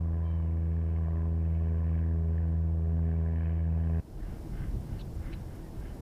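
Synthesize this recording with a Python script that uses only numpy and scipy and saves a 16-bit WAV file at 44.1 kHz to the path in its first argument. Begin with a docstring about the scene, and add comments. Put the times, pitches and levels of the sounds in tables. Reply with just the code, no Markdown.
"""A small electric boat motor hums through the hull on a pond: a wavering harmonic tone, under resonant
rattles struck in the same limping pattern every shaft turn. A thin squeak sags in pitch near the start.
At four seconds the hum stops dead, leaving filtered noise as air and water, a faint drone and hiss.
A fishing reel is then cranked in pushes of gear noise, with soft sine bumps, light scrapes and ticks."""
import sys
import numpy as np
from scipy import signal
from scipy.fft import rfft, irfft
from scipy.io import wavfile
from scipy.ndimage import map_coordinates

SR = 44100
rng = np.random.default_rng(int(sys.argv[2]) if len(sys.argv) > 2 else 0)


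def inscribe(sig):
    """Save sig as 16-bit PCM at rate SR to the path in sys.argv[1].

    A 1-D sig is mono; a 2-D sig holds one channel per row.
    Samples are clipped to [-1, 1] before scaling.
    """
    pcm = np.round(np.clip(np.atleast_2d(sig).T, -1, 1) * 32767)
    wavfile.write(sys.argv[1], SR, pcm.astype(np.int16))


N = 265041
T = np.arange(N) / SR
STOP_S = 4.003  # the motor ends
BEAT_HZ, BEATS_PER_TURN = 81.745, 4  # settled beat rate of the motor


def amp(db):
    """Decibels to gain."""
    return 10 ** (np.asarray(db) / 20)


def unit(x):
    """Scales to rms 1."""
    return x / np.sqrt(np.mean(x ** 2) + 1e-20)


def curve(rows):
    """Points (time_s, value) joined by straight lines."""
    return np.interp(T, *np.transpose(rows))


def ramp(start_s, length_s):
    """A straight rise from 0 to 1."""
    return np.clip((T - start_s) / length_s, 0, 1)


def bell(centre_s, width_s):
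    """A smooth swell of height 1."""
    return np.exp(-((T - centre_s) / width_s) ** 2)


def noise(spectrum):
    """Noise of rms 1 shaped by a spectrum of (freq_hz, relative_db)."""
    freq_hz, level_db = np.transpose(spectrum)
    bins_hz = np.fft.rfftfreq(N, 1 / SR)
    shape_db = np.interp(np.log(bins_hz + 1), np.log(freq_hz), level_db)
    return unit(irfft(rfft(rng.standard_normal(N)) * amp(shape_db), N))


def wander(per_s):
    """Smooth random curve of rms 1 through per_s random points a second."""
    return unit(map_coordinates(rng.standard_normal(4000), [T * per_s], order=3, mode="mirror"))


def beating(per_s):
    """Smooth random curve that stays within -1 to 1."""
    return np.sin(wander(per_s))


def ring(x, centre_hz, width_hz):
    """One broad resonance with steep skirts."""
    edges_hz = np.clip([centre_hz - width_hz / 2, centre_hz + width_hz / 2], 10, SR / 2.1)
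    return signal.sosfilt(signal.butter(2, edges_hz, "bandpass", fs=SR, output="sos"), x)


def body(x, modes):
    """The sum of several resonances, at rms 1."""
    return unit(sum(amp(db) * ring(x, centre_hz, width_hz) for centre_hz, width_hz, db in modes))


# microphone hiss spectrum: freq_hz [Hz], relative_db [dB per Hz]
HISS_SPECTRUM = [(500, -1), (3000, -2), (4800, 2.5), (5450, 4), (6000, -0.5), (9000, -0.5), (10900, -1),
                 (11150, 3), (11400, -1.5), (15000, -3)]
HISS_LOW_DB, HISS_HIGH_DB, HISS_RISE_AT_S, HISS_RISE_S = -77.5, -65.5, 3.6, 0.77


def hiss():
    """Microphone hiss: shaped noise fading from a low level to a higher one around the stop."""
    up = ramp(HISS_RISE_AT_S, HISS_RISE_S)
    level = np.hypot((1 - up) * amp(HISS_LOW_DB), up * amp(HISS_HIGH_DB))
    return level * noise(HISS_SPECTRUM)


# spectrum of air on the microphone: freq_hz [Hz], relative_db [dB per Hz]
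AIR_SPECTRUM = [(8, -28), (20, -11.5), (40, -3.5), (60, -8.5), (85, -9.5), (120, -29), (300, -71),
                (900, -88)]
# air against its steady level: time_s [s], offset_db [dB]
AIR_OFFSET = [(4.0, -10), (4.1, -8.5), (4.17, -3), (4.4, -1.5), (4.6, 2), (4.9, -1), (5.15, 1), (5.4, 0.5),
              (5.48, -5), (5.6, -0.5), (6.0, 0)]
AIR_STEADY_DB = -40.5


def air(gustiness_db=2, gusts_per_s=9):
    """Air buffets the microphone: low noise of randomly swaying level."""
    level_db = AIR_STEADY_DB + curve(AIR_OFFSET) + gustiness_db * wander(gusts_per_s)
    return amp(level_db) * noise(AIR_SPECTRUM)


# spectrum of low sloshing: freq_hz [Hz], relative_db [dB per Hz]
SLOSH_SPECTRUM = [(40, -29), (80, -4), (100, 1), (120, 1), (165, -2), (215, -8), (280, -20), (400, -34),
                  (900, -54.5)]
# spectrum of water washing along the hull: freq_hz [Hz], relative_db [dB per Hz]
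WASH_SPECTRUM = [(140, -8), (260, -2), (340, -1.5), (420, -7), (530, -10.5), (650, -11), (850, -14.5),
                 (1050, -19.5), (1350, -27), (2200, -33), (3500, -37), (7000, -53)]
SLOSH_DB, WASH_DB = -45.5, -49.5  # after the lull
SWELL_AT_S, SWELL_WIDTH_S, SWELL_DB = 4.78, 0.29, 5


def water():
    """Two bands of noise: sloshing with one broad swell, and a steady wash."""
    slosh_db = SLOSH_DB + SWELL_DB * bell(SWELL_AT_S, SWELL_WIDTH_S)
    return amp(slosh_db) * noise(SLOSH_SPECTRUM) + amp(WASH_DB) * noise(WASH_SPECTRUM)


DRONE_HZ, DRONE_DB, DRONE_WAVER_DB = 323.7, -60, 6


def drone(pitch_waver_hz=2.12):
    """A faint sine that wavers in pitch and level."""
    pitch_hz = DRONE_HZ + pitch_waver_hz * wander(10)
    level = amp(DRONE_DB + DRONE_WAVER_DB * beating(6))
    return level * np.sqrt(2) * np.sin(2 * np.pi * np.cumsum(pitch_hz) / SR)


LULL_DB, WATER_RISE_S = -6.5, 0.27


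def drifting():
    """Air, water and drone round the idle boat; water and drone are calm just after the stop."""
    lull = amp(LULL_DB * (1 - ramp(STOP_S, WATER_RISE_S)))
    return air() + lull * (water() + drone())


# soft low bumps against the boat: peak_s [s], pitch_hz [Hz], level_db [dB]
BUMP_ROWS = [(4.611, 101, -33), (4.927, 55.5, -35), (5.405, 87, -34)]
BUMP_WIDTH_S = 0.0074


def bumps():
    """Each bump rocks the hull for a cycle or two: a sine under a short bell."""
    out = np.zeros(N)
    for peak_s, pitch_hz, level_db in BUMP_ROWS:
        out += amp(level_db) * bell(peak_s, BUMP_WIDTH_S) * np.sin(2 * np.pi * pitch_hz * (T - peak_s))
    return np.sqrt(2) * out


# scrapes of the reel, some at several pitches at once:
# centre_s [s], length_s [s], pitch_hz [Hz], width_hz [Hz], level_db [dB]
SCRAPE_ROWS = [(4.225, .07, 1840, 190, -66.5), (4.62, .04, 1580, 180, -64), (4.635, .07, 2080, 200, -64),
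               (5.275, .08, 2070, 250, -67), (5.012, .036, 3600, 750, -56.5), (5.006, .046, 2900, 450, -60),
               (4.999, .03, 4100, 450, -63.5), (5.337, .032, 2550, 750, -56.5),
               (5.339, .034, 3900, 450, -60), (5.66, .07, 1870, 150, -65.5),
               (5.862, .045, 1620, 190, -62.5), (5.88, .14, 3020, 200, -71)]
# light ticks of the tackle: start_s [s], level_db [dB]
TICK_ROWS = [(4.806, -68), (5.149, -67), (5.553, -66), (5.797, -66), (5.945, -67)]


def tackle(tick_s=0.014, tick_hz=9500, tick_width_hz=9000, grain=0.22):
    """Short scrapes of grainy noise through a resonance; dry ticks of decaying bright noise."""
    out = np.zeros(N)
    rub = rng.standard_normal(N) * np.exp(grain * wander(300))
    for centre_s, length_s, pitch_hz, width_hz, level_db in SCRAPE_ROWS:
        stroke = np.cos(np.pi * np.clip((T - centre_s) / length_s, -.5, .5))
        out += amp(level_db) * stroke * unit(ring(rub, pitch_hz, width_hz))
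    snap = unit(ring(rng.standard_normal(N), tick_hz, tick_width_hz))
    for start_s, level_db in TICK_ROWS:
        out += amp(level_db) * (T >= start_s) * np.exp(-abs(T - start_s) / tick_s) * snap
    return out


# resonances of the reel's housing: centre_hz [Hz], width_hz [Hz], relative_db [dB]
HOUSING_MODES = [(1582, 360, 2.5), (1786, 110, 3.5), (1977, 230, 2), (1450, 700, 2.5), (2760, 460, -2)]
# pushes on the crank: peak_s [s], level_db [dB]
CRANK_PUSHES = [(4.305, -64), (4.61, -60), (4.94, -64.5), (5.295, -59), (5.56, -66.5), (5.87, -63.5)]
PUSH_WIDTH_S, COAST_DB = 0.097, -82  # the gears whisper between pushes


def reel(rub_share=1.46, grain=0.15, catches_per_s=260):
    """Gear teeth rub (noise) and catch (random clicks), ringing the housing with each push."""
    caught = rng.random(N) < catches_per_s / SR
    catches = caught * rng.choice([-1, 1], N) * np.exp(grain * rng.standard_normal(N))
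    teeth = unit(catches) + rub_share * rng.standard_normal(N)
    pushes = sum(amp(level_db) * bell(peak_s, PUSH_WIDTH_S) for peak_s, level_db in CRANK_PUSHES)
    return (amp(COAST_DB) + pushes) * body(teeth, HOUSING_MODES)


# partials of the squeak: multiple [of its pitch], relative_db [dB]
SQUEAK_TONES = [(3, -2.5), (4, 0), (5, -15), (6, -18)]
SQUEAK_AT_S, SQUEAK_LENGTH_S, SQUEAK_EDGE_S, SQUEAK_BREAK_S = .23, .27, .03, .3
SQUEAK_HZ, SQUEAK_SAG_HZ_PER_S2 = 779, 1000
SQUEAK_DB, SQUEAK_FADE_DB_PER_S = -69, 64


def squeak(quiver_hz=4, flicker_db=2.8):
    """A thin tone that sags in pitch, fades and breaks up; each partial flickers on its own."""
    age_s = np.clip(T - SQUEAK_AT_S, 0, SQUEAK_LENGTH_S)
    broken = 1 + age_s / SQUEAK_BREAK_S  # quiver and flicker grow
    pitch_hz = SQUEAK_HZ - SQUEAK_SAG_HZ_PER_S2 * age_s ** 2 + quiver_hz * broken * wander(240)
    angle = 2 * np.pi * np.cumsum(pitch_hz) / SR
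    edges = np.minimum(np.minimum(age_s, SQUEAK_LENGTH_S - age_s) / SQUEAK_EDGE_S, 1)
    level = edges * amp(SQUEAK_DB - SQUEAK_FADE_DB_PER_S * age_s)
    tone = np.zeros(N)
    for multiple, db in SQUEAK_TONES:
        tone += amp(db + flicker_db * broken * (beating(70) + 0.2)) * np.sin(multiple * angle)
    return level * np.sqrt(2) * tone


# the knocks of one shaft turn: place_beats [beats], low_db [dB, hull and panel],
# high_db [dB, mount and clamp], direction [side to which the panel is thrown, +1 or -1]
TURN_KNOCKS = [(0.68, 0, -2, 1), (1.69, -3.5, -0.5, -1), (2.715, -1, 1.5, 1), (3.685, -3, -1, 1)]
# moments of harder knocking: peak_s [s], extra_low_db [dB, hull and panel], extra_high_db [dB, mount and clamp]
HARD_MOMENTS = [(.084, 5, 0), (.230, 3.5, 0), (.887, 2, 2), (.960, 0, 4), (.984, 3, 0), (1.082, 5, 0),
                (1.131, 2.5, 0), (1.180, 3.5, 0), (1.206, 3, 0), (1.218, 0, 4), (1.256, 2, 3),
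                (1.425, 2.5, 0), (1.620, 3, 0), (1.669, 2.5, 0), (1.718, 2.5, 0), (1.780, 0, 4),
                (1.793, 2, 1), (1.951, 0, 5), (2.109, 3.5, 0), (2.159, 2, 0), (2.379, 0, 3),
                (2.527, 2.5, 0), (2.991, 3, 1), (3.089, 3, 0), (3.359, 1, 4), (3.627, 2, 0), (3.726, 2, 0),
                (3.774, 3.5, 0), (3.835, 0, 5), (3.848, 0, 4), (3.897, 3, 2), (3.946, 2, 0)]
HARD_WIDTH_S = .0032


def knocks(beats, jitter_s=.00004, uneven_db=1.0):
    """A click of uneven force each time the shaft passes a knocking place: on hull, panel, loose parts."""
    low, side, high = np.zeros((3, N))
    for place_beats, low_db, high_db, direction in TURN_KNOCKS:
        at = np.flatnonzero(np.diff(np.floor((beats - place_beats) / BEATS_PER_TURN)) > 0)
        slip, force, bite = rng.standard_normal(size=(200, 3))[:len(at)].T
        at = np.clip(at + np.round(jitter_s * SR * slip).astype(int), 0, N - 1)
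        low[at] = amp(low_db + uneven_db * np.tanh(force))
        side[at] = direction
        high[at] = amp(high_db + uneven_db * np.tanh(bite))
    extra_db = sum(np.outer(extra, bell(peak_s, HARD_WIDTH_S)) for peak_s, *extra in HARD_MOMENTS)
    hard_low, hard_high = amp(extra_db)
    return unit(low * hard_low), unit(low * hard_low * side), unit(high * hard_high)


def roughness(beats, repeating=.4):
    """Rubbing surfaces: the same bumps come round every shaft turn, mixed with fresh noise."""
    surface = rng.standard_normal(size=2150)
    place = (beats / BEATS_PER_TURN * len(surface)).astype(int) % len(surface)
    return np.sqrt(repeating) * surface[place] + np.sqrt(1 - repeating) * rng.standard_normal(N)


def chatter(blows, beats, rise_s, floor):
    """Rubbing that swells just after each knock and falls to a constant floor before the next."""
    age = np.arange(SR // 40) / SR / rise_s
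    burst = signal.oaconvolve(abs(blows), age ** 2 * np.exp(-2 * age))[:N]
    return unit((floor + unit(burst)) * roughness(beats))


# resonances of the rattling parts: centre_hz [Hz], width_hz [Hz], relative_db [dB]
HULL_MODES = [(653, 200, 0), (717, 250, -12.5)]
# the same columns, panel
PANEL_MODES = [(1038, 88, 11), (1107, 82, 4.8)]
# the same columns, mount
MOUNT_MODES = [(1702, 270, 1), (1800, 410, -7)]
# the same columns, clamp
CLAMP_MODES = [(2220, 190, 4), (2500, 160, 0.5), (2970, 150, -5)]
# level of the hull's thudding: time_s [s], level_db [dB]
HULL_LEVEL = [(0.0, -60.5), (0.35, -60), (0.68, -70.5), (1.07, -58), (1.45, -63), (1.9, -62.5), (2.6, -64),
              (3.4, -56.5), (3.6, -61), (3.98, -55.5)]
# level of the panel's rattle: time_s [s], level_db [dB]
PANEL_LEVEL = [(0.0, -65.5), (0.28, -60.5), (0.75, -70), (1.02, -62), (1.22, -59.5), (1.42, -68.5),
               (1.89, -62), (2.75, -73), (3.45, -63), (3.66, -71.5), (3.98, -63.5)]
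# level of the mount's buzz: time_s [s], level_db [dB]
MOUNT_LEVEL = [(0.0, -71.5), (0.24, -65.5), (0.42, -69.5), (0.85, -69), (1.2, -64), (1.32, -70.5),
               (1.5, -67), (2.05, -63), (2.22, -71), (2.42, -63.5), (2.719, -73.5), (3.1, -64),
               (3.25, -65.5), (3.441, -59.5), (3.66, -66.5), (3.98, -61)]
# level of the clamp's surging buzz: time_s [s], level_db [dB]
CLAMP_LEVEL = [(0.0, -83), (0.4, -74.5), (0.8, -73.5), (0.959, -70.5), (1.15, -75), (1.38, -76.5),
               (1.56, -68.5), (1.801, -73), (1.96, -66.5), (2.12, -79.5), (2.36, -72.5), (2.55, -79),
               (2.98, -80.5), (3.1, -69.5), (3.25, -75), (3.459, -63.5), (3.67, -73), (3.98, -68.5)]


def rattle(beats, slap_share=0.42, hull_chatter=.65, panel_chatter=.75):
    """Each knock shoves the hull, throws the panel and sets the loose mount and clamp buzzing."""
    shoves, throws, jolts = knocks(beats)
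    rub = chatter(shoves, beats, rise_s=.001, floor=.25)
    slaps = jolts * rng.choice([-1, 1], N)
    buzz = chatter(jolts, beats, rise_s=.0014, floor=.5) + slap_share * slaps
    hull = amp(curve(HULL_LEVEL)) * body(hull_chatter * rub - shoves, HULL_MODES)
    panel = amp(curve(PANEL_LEVEL)) * body(throws + panel_chatter * rub, PANEL_MODES)
    mount = amp(curve(MOUNT_LEVEL)) * body(buzz, MOUNT_MODES)
    clamp = amp(curve(CLAMP_LEVEL)) * body(buzz, CLAMP_MODES)
    return hull + panel + mount + clamp


# level of the hum: time_s [s], level_db [dB]
HUM_LEVEL = [(0.0, -30), (0.3, -30), (0.65, -29.5), (1.2, -29.5), (1.6, -28.5), (2.55, -28.5), (2.75, -29),
             (3.0, -28), (3.33, -29.5), (3.98, -28.5)]
# partials of the hum; fractional multiples come from the shaft's imbalance:
# multiple [of the beat rate], relative_db [dB at 0 s], growth_db_per_s [dB/s], waver_db [dB]
HUM_PARTIALS = [(1, 0, 0, 0.2), (2, -10.5, 0.63, 1.5), (3, -25.5, 1.3, 4.5), (4, -24, -0.24, 3),
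                (5, -28, 0.86, 4.5), (6, -30.5, 0, 2), (7, -33.5, -0.5, 2), (8, -44, 1.5, 2),
                (1.25, -38, 1, 5), (1.75, -35, -0.5, 4.5), (2.25, -42, -0.5, 1.5), (2.75, -33.5, -2.5, 3),
                (4.25, -45, 0.5, 6.5), (5.25, -47.5, 0.5, 5.5), (3.5, -47, -3, 2), (8.25, -42.5, 0.5, 3),
                (8.75, -41.5, 1, 2), (9.25, -47, -1, 2.5), (14.25, -50, -0.5, 3.5), (18.5, -52, 0.5, 2)]


def hum(beats, wavers_per_s=10, lead_beats=.095, hull_hz=290):
    """A rounded sawtooth: the force on the hull builds slowly and lets go once a beat."""
    angle = 2 * np.pi * beats
    early = angle + 2 * np.pi * (lead_beats - 1)
    out = np.zeros(N)
    for multiple, db, growth_db_per_s, waver_db in HUM_PARTIALS:
        # above the hull's first resonance the partials keep step with the knocks
        phase = angle if multiple * BEAT_HZ < hull_hz else early
        level_db = db + growth_db_per_s * T + waver_db * beating(wavers_per_s)
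        out -= amp(level_db) * np.sin(multiple * phase)
    return np.sqrt(2) * amp(curve(HUM_LEVEL)) * out


# spectrum of water along the moving hull: freq_hz [Hz], relative_db [dB per Hz]
WAKE_SPECTRUM = [(10, -15.5), (25, -4.5), (55, 1), (130, -5.5), (200, -11), (280, -15.5), (500, -18.5),
                 (1000, -24), (1400, -34), (3000, -45), (6000, -67)]
WAKE_DB = -48
START_EXTRA_HZ, SETTLE_S = .5, .9  # starts a little fast


def motor(flutter_beats=0.0044, drift_beats=0.0069, stop_s=0.011):
    """Hum and rattle driven by one unsteady shaft, plus noise as wake, all ending together."""
    beat_hz = BEAT_HZ + START_EXTRA_HZ * (1 - ramp(0, SETTLE_S))
    beats = np.cumsum(beat_hz) / SR + flutter_beats * wander(30) + drift_beats * wander(5.6)
    running = np.clip((STOP_S - T) / stop_s + .5, 0, 1)
    return running * (hum(beats) + rattle(beats) + amp(WAKE_DB) * noise(WAKE_SPECTRUM))


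def scene():
    """Motor first, then the quiet boat and the reel, over the microphone's hiss."""
    after_stop = (T > STOP_S) * (drifting() + bumps() + reel())
    return (hiss() + after_stop + tackle() + squeak() + motor())[None]


def record(dry, edge_hz=15500, fade_s=.006):
    """Soft edges, then a steep low-pass at edge_hz."""
    fade = np.clip(np.minimum(T, T[-1] - T) / fade_s, 0, 1)
    eased = dry * np.sin(np.pi / 2 * fade) ** 2
    lowpass = signal.firwin(511, edge_hz, window=("kaiser", 9), fs=SR)
    return signal.oaconvolve(eased, lowpass[None], "same")


dry = scene()
out = record(dry)
inscribe(out)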